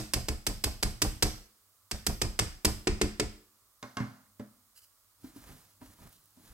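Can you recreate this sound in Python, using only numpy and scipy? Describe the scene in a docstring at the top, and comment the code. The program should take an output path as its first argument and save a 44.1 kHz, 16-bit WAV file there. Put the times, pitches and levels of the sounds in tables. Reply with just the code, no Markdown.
"""A masher is knocked in quick runs on the rim of a pot of mash: each blow is a chattering noise crack with
steel modes, a damped pot ring, a small landing and a low shake of the hob. Things are then laid on the worktop
as filtered ticks, clatter and decaying modes; two dry scrapes follow, and a wooden spoon bumps the pot and stirs
as soft modes, torn grains and banded noise. A small kitchen echoes, over faint hiss and a far-off motor hum."""
import sys
import numpy as np
from scipy import signal
from scipy.fft import rfft, irfft
from scipy.io import wavfile
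from scipy.ndimage import uniform_filter1d

SR = 44100
rng = np.random.default_rng(int(sys.argv[2]) if len(sys.argv) > 2 else 0)


def log_audio(samples):
    """Write samples as a 16-bit WAV file to the path given in sys.argv[1]."""
    # one column per channel
    frames = np.atleast_2d(samples).T
    # limit to full scale, then quantise
    limited = np.clip(frames, -1, 1)
    pcm = np.round(limited * 32767).astype(np.int16)
    wavfile.write(sys.argv[1], SR, pcm)


N = 288149
LEAD = 4410  # samples of run-in, so that a blow may start before time zero
M = N + LEAD
T = (np.arange(M) - LEAD) / SR
BLOW = 13230  # samples in one blow

# masher on the rim: start_s, strength_db, dullness_db, pot_body_db, hob_shake_db, body_tilt_db_per_octave
KNOCKS = [(-.045, -24.5, 0, -24.5, -42.5, 2.5), (0.1353, -24, 0, -31, -37.5, -3),
          (0.2844, -30, 2.5, -27.5, -38.5, 1.7), (0.4665, -26, -1, -28.5, -41, -1),
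          (0.6386, -25, -1, -31, -39, 4), (0.8272, -25, 2, -28, -36.5, 1.7),
          (1.0177, -22, -.6, -24.5, -34, 2.1), (1.2238, -21, .6, -24.5, -35.5, 1.5),
          (1.9122, -31, 2.2, -37, -45, -4), (2.0654, -25, -2.5, -28.5, -36.5, .1),
          (2.2155, -26, 2.5, -28, -36.5, .6), (2.3901, -23, 4.5, -28, -38.5, -.6),
          (2.6475, -20.5, 0, -22, -36, .6), (2.871, -28.5, 11, -17.5, -35.5, -1),
          (3.0137, -26, 6, -18, -38.5, -1.5), (3.1973, -27.5, 8, -20.5, -41.5, -.6)]
# colour of the steel crack, shape only: freq_hz, density_db_per_hz
CRACK = [(300, -26), (500, -5), (1000, -8.5), (2000, -7.5), (3100, -7.5), (4200, -6.5), (4900, 0.5),
         (5800, -3.5), (7000, -6.5), (8200, -1.5), (9500, -10), (12500, -9), (15300, -21), (16500, -27)]
# pot wall damped by mash: pitch_hz, relative_level_db, t60_s
POT = [(212, -.6, .27), (305, -.8, 0.2), (364, 1.5, .15), (436, .6, 0.12), (510, -9, 0.13),
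       (719, -17.5, 0.22), (864, -14, .08), (1039, -14, 0.13)]
# masher steel: pitch_hz, relative_level_db, t60_s
STEEL = [(1904, -11, .04), (2618, -1.5, 0.12), (5170, -1, 0.15), (4920, -11.5, .05), (6600, -4.5, .04),
         (8160, -6.5, 0.21), (8300, -7, 0.21)]
# hob glass and cabinet: centre_hz, width_hz, relative_level_db
HOB = [(35.65, 18.5, 3.5), (59, 30, 3.5), (94.7, 45, -.6), (149.3, 85, -12)]
# things laid on the worktop: start_s, tick_db, clatter_db, tool_ring_db, share_of_free_ring_time,
# thud_db, thud_tilt_db_per_octave
LAID = [(3.8273, -44, -48.5, -40, .6, -38, 3), (3.9693, -39.5, -43, -29.5, .9, -32, 2.2),
        (4.0009, -55, -46.5, -37.5, .7, -22.5, -3.5), (4.3955, -60, -59, -47, .22, -31.5, 5)]
# worktop modes: pitch_hz, relative_level_db, t60_s
WORKTOP = [(119.3, 0, 0.19), (215, -2, 0.23), (256.5, 1.5, 0.17), (367, -8.5, .1), (416, -8, .1),
           (572, -9.5, 0.12)]
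# modes of the tool ringing freely: pitch_hz, relative_level_db, t60_s
TOOL = [(1090, 0, .17), (1250, -6, .07), (1530, -2, .1), (1650, -6, .1), (2125, -8, .28), (2780, -11, .14)]
# spoon against the pot wall: start_s, level_db, pitch_share of the SPOON modes, tilt_db_per_octave
BUMPS = [(5.242, -37, 0.95, -3.2), (5.361, -41, 0.98, -3), (5.817, -42.5, 0.93, 5), (5.988, -54, 0.94, 9),
         (6.372, -52.5, 0.91, 3)]
# spoon bump modes before each bump scales the pitch: pitch_hz, relative_level_db, t60_s
SPOON = [(241, -5, 0.19), (281, 15, 0.1), (349, 1.5, 0.21), (480, -24, 0.071), (690, -5, 0.15),
         (1026, 2.5, 0.038)]
# stirring: time_s, mash_squelch_db, wall_drag_db, pot_shift_on_hob_db, wet_hiss_db
STIR = [(5.2, -83, -80, -84, -84), (5.214, -80, -72, -92, -71), (5.254, -65, -62, -66, -63),
        (5.344, -72, -70, -76, -68), (5.366, -65, -59, -64, -60), (5.454, -64, -63, -64, -63),
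        (5.496, -57, -56, -52, -59), (5.558, -67, -61, -66, -63), (5.7, -76, -85, -81, -71),
        (5.796, -93, -77, -82, -81), (5.818, -57, -55, -74, -65), (5.844, -67, -54, -60, -64),
        (5.97, -71, -72, -81, -68), (6.0, -63, -59, -65, -62), (6.052, -61, -58, -61, -63),
        (6.114, -72, -68, -79, -68), (6.136, -76, -73, -75, -64), (6.328, -93, -90, -98, -82),
        (6.38, -74, -63, -81, -69), (6.53, -64, -65, -52, -62)]
# short dry scrapes: start_s, length_s, level_db
RUBS = [(4.75, .05, -55), (4.812, .045, -62)]
# colour of the scrapes: freq_hz, density_db_per_hz
RUB_COLOUR = [(880, -29), (1500, -4.5), (1670, -6), (2510, -11), (2970, 3), (3410, -14.5), (4970, 3),
              (5540, -4), (8400, 0), (16000, -1.5)]
# wet ticks: start_s, level_db, pitch_hz
POPS = [(6.0921, -47, 11450), (6.128, -49, 11700), (6.2394, -52, 12000), (6.2567, -47, 14400),
        (6.3056, -57, 10200)]
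# kitchen echo decay: freq_hz, t60_s
ROOM = [(60, 0.27), (200, 0.42), (550, 0.35), (1500, 0.41), (4000, 0.39), (10000, 0.3), (16000, 0.45)]
# colour of the steady hiss, shape only: freq_hz, density_db_per_hz
FLOOR = [(22, -27), (48, -9), (70, -16), (100, -8), (130, -25), (300, -22), (600, -25), (1150, -18),
         (1600, -24), (2600, -29.5), (4200, -25), (6500, -22.5), (8000, -20.5), (15500, -20)]
# motor hum far off: centre_hz, width_hz, mean_level_db
HUM = [(99, 4, -80), (1190, 220, -83), (600, 120, -91)]
# balance of the two microphone ports: freq_hz, left_minus_right_db
PORT_BALANCE = [(60, 0), (110, -4.5), (200, -1), (380, 1), (700, -1.5), (1290, -2.5), (2380, 0.5),
                (4400, -2), (8120, -2.5), (15000, -4.5)]
# how unlike the ports hear the rim and worktop: freq_hz, side_minus_mid_db
PORT_SIDE = [(60, -8), (110, -8.5), (200, -13), (380, -12), (700, -3.5), (1290, 0), (2380, -1), (4400, 1),
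             (8120, -4), (15000, -4)]
# the same for the spoon and the quiet kitchen: freq_hz, side_minus_mid_db
PORT_SIDE_AHEAD = [(60, -10.5), (110, -4.5), (200, -11), (380, -6), (700, 0), (1290, -2.5), (2380, -1),
                   (4400, 3), (8120, -7.5), (15000, -19)]

ROOM_DB, FLOOR_DB = -10.5, -67
TOP_HZ = 16000
# a dull blow gains around 2 kHz and loses the top
CLACK_DB, CLACK_PER_DULL, SHIMMER_DB = 2.5, .55, .2
# a harder blow chatters longer
CHATTER_S, CHATTER_S_PER_DB, USUAL_BLOW_DB = .0066, .0003, -25
# a dull blow wakes the pot's hollow modes
HOLLOW_LOW_HZ, HOLLOW_HIGH_HZ, HOLLOW_PER_DULL = 330, 470, .9
# the pot lands again this late, this far under the blow, and more softly if the blow is dull
SETTLE_S, SETTLE_DB, SETTLE_PER_DULL = .03, -14, -.4
# each crack also scatters off the pot and reaches the ports unalike
STRAY_S, STRAY_DB, STEP_SHARE = .003, -2.2, .75
# half width of the push on the hob; levels against the hob shake
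THUMP_S, THUMP_DB, RUMBLE_DB = .0045, 13, -2.2
# the push peaks this late and comes once more, weaker
THUMP_AT_S, REBOUND_S, REBOUND_DB = .024, .042, -5
BUMP_CONTACT_S = .0017
RUB_TAIL_S, RUB_TAIL_DB = .05, -11


def undb(db):
    """Decibels to amplitude."""
    return 10 ** (np.asarray(db) / 20)


def unit(x):
    """Scale to rms 1."""
    return x / np.sqrt(np.mean(x ** 2))


def white(size=M):
    """Plain noise with equal energy at every pitch."""
    return rng.standard_normal(size)


def on_hz(table, size):
    """Read a table of values against Hz at every spectrum bin."""
    hz, value = np.transpose(table)
    return np.interp(np.log(np.fft.rfftfreq(size, 1 / SR) + 1), np.log(hz), value)


def hiss(table):
    """Noise of a given spectrum, rms 1."""
    return unit(irfft(rfft(white()) * undb(on_hz(table, M)), M))


def band(x, lo_hz, hi_hz):
    """Keep what lies between two frequencies."""
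    sos = signal.butter(2, [lo_hz, min(hi_hz, .45 * SR)], "band", fs=SR, output="sos")
    return signal.sosfilt(sos, x)


def noise_band(lo_hz, hi_hz, size=M):
    """Band of noise, rms 1."""
    return unit(band(white(size), lo_hz, hi_hz))


def walk(rate):
    """Random levels slewed at about rate per second, rms 1."""
    k = int(SR / rate)
    steps = np.repeat(white(M // k + 1), k)
    return unit(uniform_filter1d(uniform_filter1d(steps, k), k)[:M])


def even(x, size):
    """Spectrum of a noise burst with its chance peaks and holes levelled."""
    bins = rfft(x)
    power = np.abs(bins) ** 2
    return bins * np.sqrt(power.mean() / uniform_filter1d(power, size))


def tilted(modes, db_per_octave, share=1):
    """The same modes struck at another spot: upper ones stronger or weaker, pitch scaled."""
    return [(hz * share, db + db_per_octave * np.log2(hz / 300), t60) for hz, db, t60 in modes]


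def ring(modes, contact_s, scatter_db, rough):
    """One blow on a set of modes, peak 1; loose contact makes phases wander, a long one swells in softly."""
    hz, db, t60 = np.transpose(modes)[:, :, None]
    level_chance, phase = white((2, len(modes), 1))
    t = np.arange(BLOW) / SR
    wander = rough * np.sqrt(hz / SR) * np.cumsum(white((len(modes), BLOW)), axis=1)
    decay = undb(db + scatter_db * level_chance - 60 * t / t60)
    x = (decay * np.sin(2 * np.pi * hz * t + phase + wander)).sum(axis=0)
    x = x * (1 - np.exp(-t / contact_s))
    return x / np.abs(x).max()


def burst(hold_s, fall_s, size=BLOW):
    """Envelope of a chattering contact: quick rise, short hold, fall."""
    t = np.arange(size) / SR
    return np.minimum(t / .0004, 1) * np.exp(-np.maximum(t - hold_s, 0) / fall_s)


def add(out, s, x):
    """Mix a sound in at a time in seconds."""
    i = max(int(s * SR) + LEAD, 0)
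    out[i:i + len(x)] += x[:M - i]


def motor_hum():
    """Far-off motor: narrow noise bands whose levels waver."""
    return sum(undb(db + 2 * walk(6)) * noise_band(f - w / 2, f + w / 2) for f, w, db in HUM)


def floor():
    """Microphone hiss and a quiet kitchen with its hum; rows are mid and side."""
    return undb(FLOOR_DB) * np.array([hiss(FLOOR), hiss(FLOOR)]) + motor_hum() * np.array([[1], [.3]])


def kitchen(x):
    """Dense echoes that die band by band; rows are what both ports share and what sets them apart."""
    size, echoes = 22050, 0
    t = np.arange(size) / SR
    hz, t60 = np.transpose(ROOM)
    for f in 40 * 2 ** np.arange(0, 9, .5):  # half-octave bands
        noise = band(white((2, size)), f / 2 ** .25, f * 2 ** .25)
        fall_db = -60 * t / np.interp(np.log(f), np.log(hz), t60)
        beyond_door = undb(-30 + 0.28 * fall_db)  # a faint slower tail
        echoes = echoes + noise * (undb(fall_db) + beyond_door)
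    echoes = echoes * np.minimum(t / 0.002, 1)
    echoes = echoes / np.sqrt(np.sum(echoes ** 2) / 2)
    return signal.fftconvolve(x[None], echoes, axes=1)[:, :M]


def ports(direct, mid, side, table):
    """Direct sound reaches the ports with a phase step, diffuse sound as two partly unrelated signals."""
    unlike, tilt = undb(on_hz(table, M)), undb(on_hz(PORT_BALANCE, M) / 2)
    sign = np.array([[1], [-1]])  # left, right
    stepped = rfft(direct) * (1 - 1j * STEP_SHARE * sign * unlike)
    both = stepped + rfft(mid) + sign * unlike * rfft(side)
    return irfft(both * tilt ** sign, M)


def rubs():
    """Dry scrapes of coloured noise: each swells and fades over its length and leaves a faint tail."""
    gain = 0
    for s, length, db in RUBS:
        swell = np.sin(np.pi * np.clip((T - s) / length, 0, 1))
        middle = s + length / 2
        tail = (T > middle) * np.exp(-np.abs(T - middle) / RUB_TAIL_S)
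        gain = gain + undb(db) * (swell + undb(RUB_TAIL_DB) * tail)
    return gain * hiss(RUB_COLOUR) * undb(1.4 * walk(200))


def stirring():
    """Torn grains squelch and hiss, low noise drags on the wall; the pot's deep shifting comes apart."""
    shift = noise_band(30, 58)
    drag = unit(band(white(), 70, 240) * undb(3 * walk(40)))
    grain_levels = undb(np.minimum(4 * rng.exponential(size=M), 12))
    grains = (rng.random(M) < 900 / SR) * grain_levels * white()  # about 900 a second
    lumps = undb(1.7 * walk(120))  # the mash tears unevenly
    squelch = unit((unit(band(grains, 350, 1580)) + 1.7 * noise_band(400, 1900)) * lumps)
    wet = unit((0.45 * unit(band(grains, 1900, 15000)) + noise_band(2800, 15500)) * lumps)
    s, *levels = np.transpose(STIR)
    squelch_db, drag_db, shift_db, wet_db = (np.interp(T, s, v, -200) for v in levels)
    stir = undb(squelch_db) * squelch + undb(wet_db) * wet + undb(drag_db) * drag
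    return stir, undb(shift_db) * shift


def spoon_bumps():
    """Soft wooden contact sets a few short modes ringing."""
    out = np.zeros(M)
    for s, db, share, tilt in BUMPS:
        add(out, s, undb(db) * ring(tilted(SPOON, tilt, share), BUMP_CONTACT_S, 1.9, 0.11))
    return out


def wet_ticks():
    """Tiny high bursts of band noise in the mash."""
    out = np.zeros(M)
    for s, db, hz in POPS:
        pop = band(white(900), 0.84 * hz, 1.4 * hz) * burst(0.00062, 0.0013, size=900)
        add(out, s, undb(db) * pop)
    return out


def laid_down():
    """A tick, a clatter, the tool's short ring and the worktop's thud."""
    out = np.zeros(M)
    for s, tick_db, clatter_db, ring_db, free, thud_db, tilt in LAID:
        noise = white(BLOW)
        tick = unit(band(noise, 1740, 5800)) * (burst(0.0027, 0.0021) + 0.14 * burst(0.014, 0.09))
        clatter = unit(band(noise, 600, 1800)) * (burst(0.0076, 0.018) + 0.31 * burst(0.038, 0.092))
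        tool = ring([(hz, db, free * t60) for hz, db, t60 in TOOL], .0005, 1.5, .11)
        thud = ring(tilted(WORKTOP, tilt), 0.0017, 1.6, 0.5)
        add(out, s, undb(tick_db) * tick + undb(clatter_db) * clatter)
        add(out, s, undb(ring_db) * tool + undb(thud_db) * thud)
    return band(out, 50, 16000)


def hob_rumble():
    """The hob shudders: low noise bands swell in and die away in two slopes, rms 1."""
    t, noise = np.arange(BLOW) / SR, white(BLOW)
    rise = 1 - np.exp(-(t / .016) ** 2)
    fall = (undb(-60 * t / 0.4) + 1.1 * undb(-60 * t / 0.15)) / (1 + (t / 0.25) ** 8)
    bands = sum(undb(db) * unit(band(noise, f - w / 2, f + w / 2)) for f, w, db in HOB)
    return unit(rise * fall * bands)


def add_thumps(shake, s, hob_db):
    """The landing pushes the hob down in one smooth pulse, then again more weakly."""
    peak_s = .015  # where the pulse peaks within its own buffer
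    thump = np.exp(-((np.arange(BLOW) / SR - peak_s) / THUMP_S) ** 2)
    add(shake, s + THUMP_AT_S - peak_s, undb(hob_db + THUMP_DB) * thump)
    add(shake, s + THUMP_AT_S + REBOUND_S - peak_s, undb(hob_db + THUMP_DB + REBOUND_DB) * thump)


def pot_landing(db, dull):
    """The pot rocks and lands back on the glass as a short low-mid noise burst."""
    level = undb(db + SETTLE_DB + SETTLE_PER_DULL * dull)
    return level * noise_band(130, 750, BLOW) * burst(0.0041, 0.017)


def pot_ring(dull, tilt):
    """The mash-damped wall rings on short modes, the hollow ones stronger for a dull blow."""
    wall = []
    for hz, db, t60 in tilted(POT, tilt):
        hollow = HOLLOW_LOW_HZ < hz < HOLLOW_HIGH_HZ
        wall.append((hz, db + HOLLOW_PER_DULL * dull * hollow, t60))
    return ring(wall, 0.0005, 1.2, 0.2)


def steel_crack(db, dull):
    """Steel chatters on the rim in gated noise, rattles on quietly and rings its own modes."""
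    hold_s = max(CHATTER_S + CHATTER_S_PER_DB * (db - USUAL_BLOW_DB), .003)
    bounces = undb(2.5 * np.repeat(white(BLOW // 30), 30))  # contact comes and goes
    contact = bounces * burst(hold_s, 0.0024) + undb(-19.5) * burst(.01, 0.068)
    chatter = even(unit(white(BLOW) * contact), size=110) * undb(on_hz(CRACK, BLOW) - 8.5)
    steel = undb(-10) * rfft(ring(STEEL, 0.0013, 2.5, .45))
    colour = [(2200, CLACK_DB + CLACK_PER_DULL * dull), (4400, 0), (8400, 0), (11000, SHIMMER_DB - dull)]
    crack = irfft((chatter + steel) * undb(db + on_hz(colour, BLOW)), BLOW)
    return crack * (np.arange(BLOW) / SR < .25)  # drop the end of the buffer


def stray_crack(crack):
    """The crack smeared by a short decaying scatter off the pot."""
    scatter = white(600) * burst(0, STRAY_S, size=600)
    return undb(STRAY_DB) * signal.fftconvolve(crack, scatter / np.sqrt(np.sum(scatter ** 2)))


def knocks():
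    """Each blow cracks and rings the pot; the landing and the hob's shudder follow a moment later."""
    air, shake, stray = np.zeros((3, M))
    for s, db, dull, body_db, hob_db, tilt in KNOCKS:
        crack = steel_crack(db, dull)
        add(air, s, crack + undb(body_db) * pot_ring(dull, tilt))
        add(stray, s, stray_crack(crack))
        add(air, s + SETTLE_S, pot_landing(db, dull))
        add(shake, s, undb(hob_db + RUMBLE_DB) * hob_rumble())
        add_thumps(shake, s, hob_db)
    return air, shake, stray


def scene():
    """Rim and worktop, then spoon and quiet kitchen, each with its own spread across the ports."""
    air, shake, stray = knocks()
    air = air + laid_down()
    stir, shift = stirring()
    stir = stir + spoon_bumps() + wet_ticks() + rubs()
    mid, side = undb(ROOM_DB) * kitchen(air + stir)
    rim = ports(air + shake, mid, side + stray, PORT_SIDE)
    ahead = ports(stir + shift, *floor(), PORT_SIDE_AHEAD)
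    return (rim + ahead)[:, LEAD:]


def record(dry):
    """The phone drops the deepest bass and cuts the top."""
    x = signal.sosfilt(signal.butter(3, 29, "high", fs=SR, output="sos"), dry)
    return signal.sosfilt(signal.ellip(10, .3, 70, TOP_HZ, fs=SR, output="sos"), x)


dry = scene()
out = record(dry)
log_audio(out)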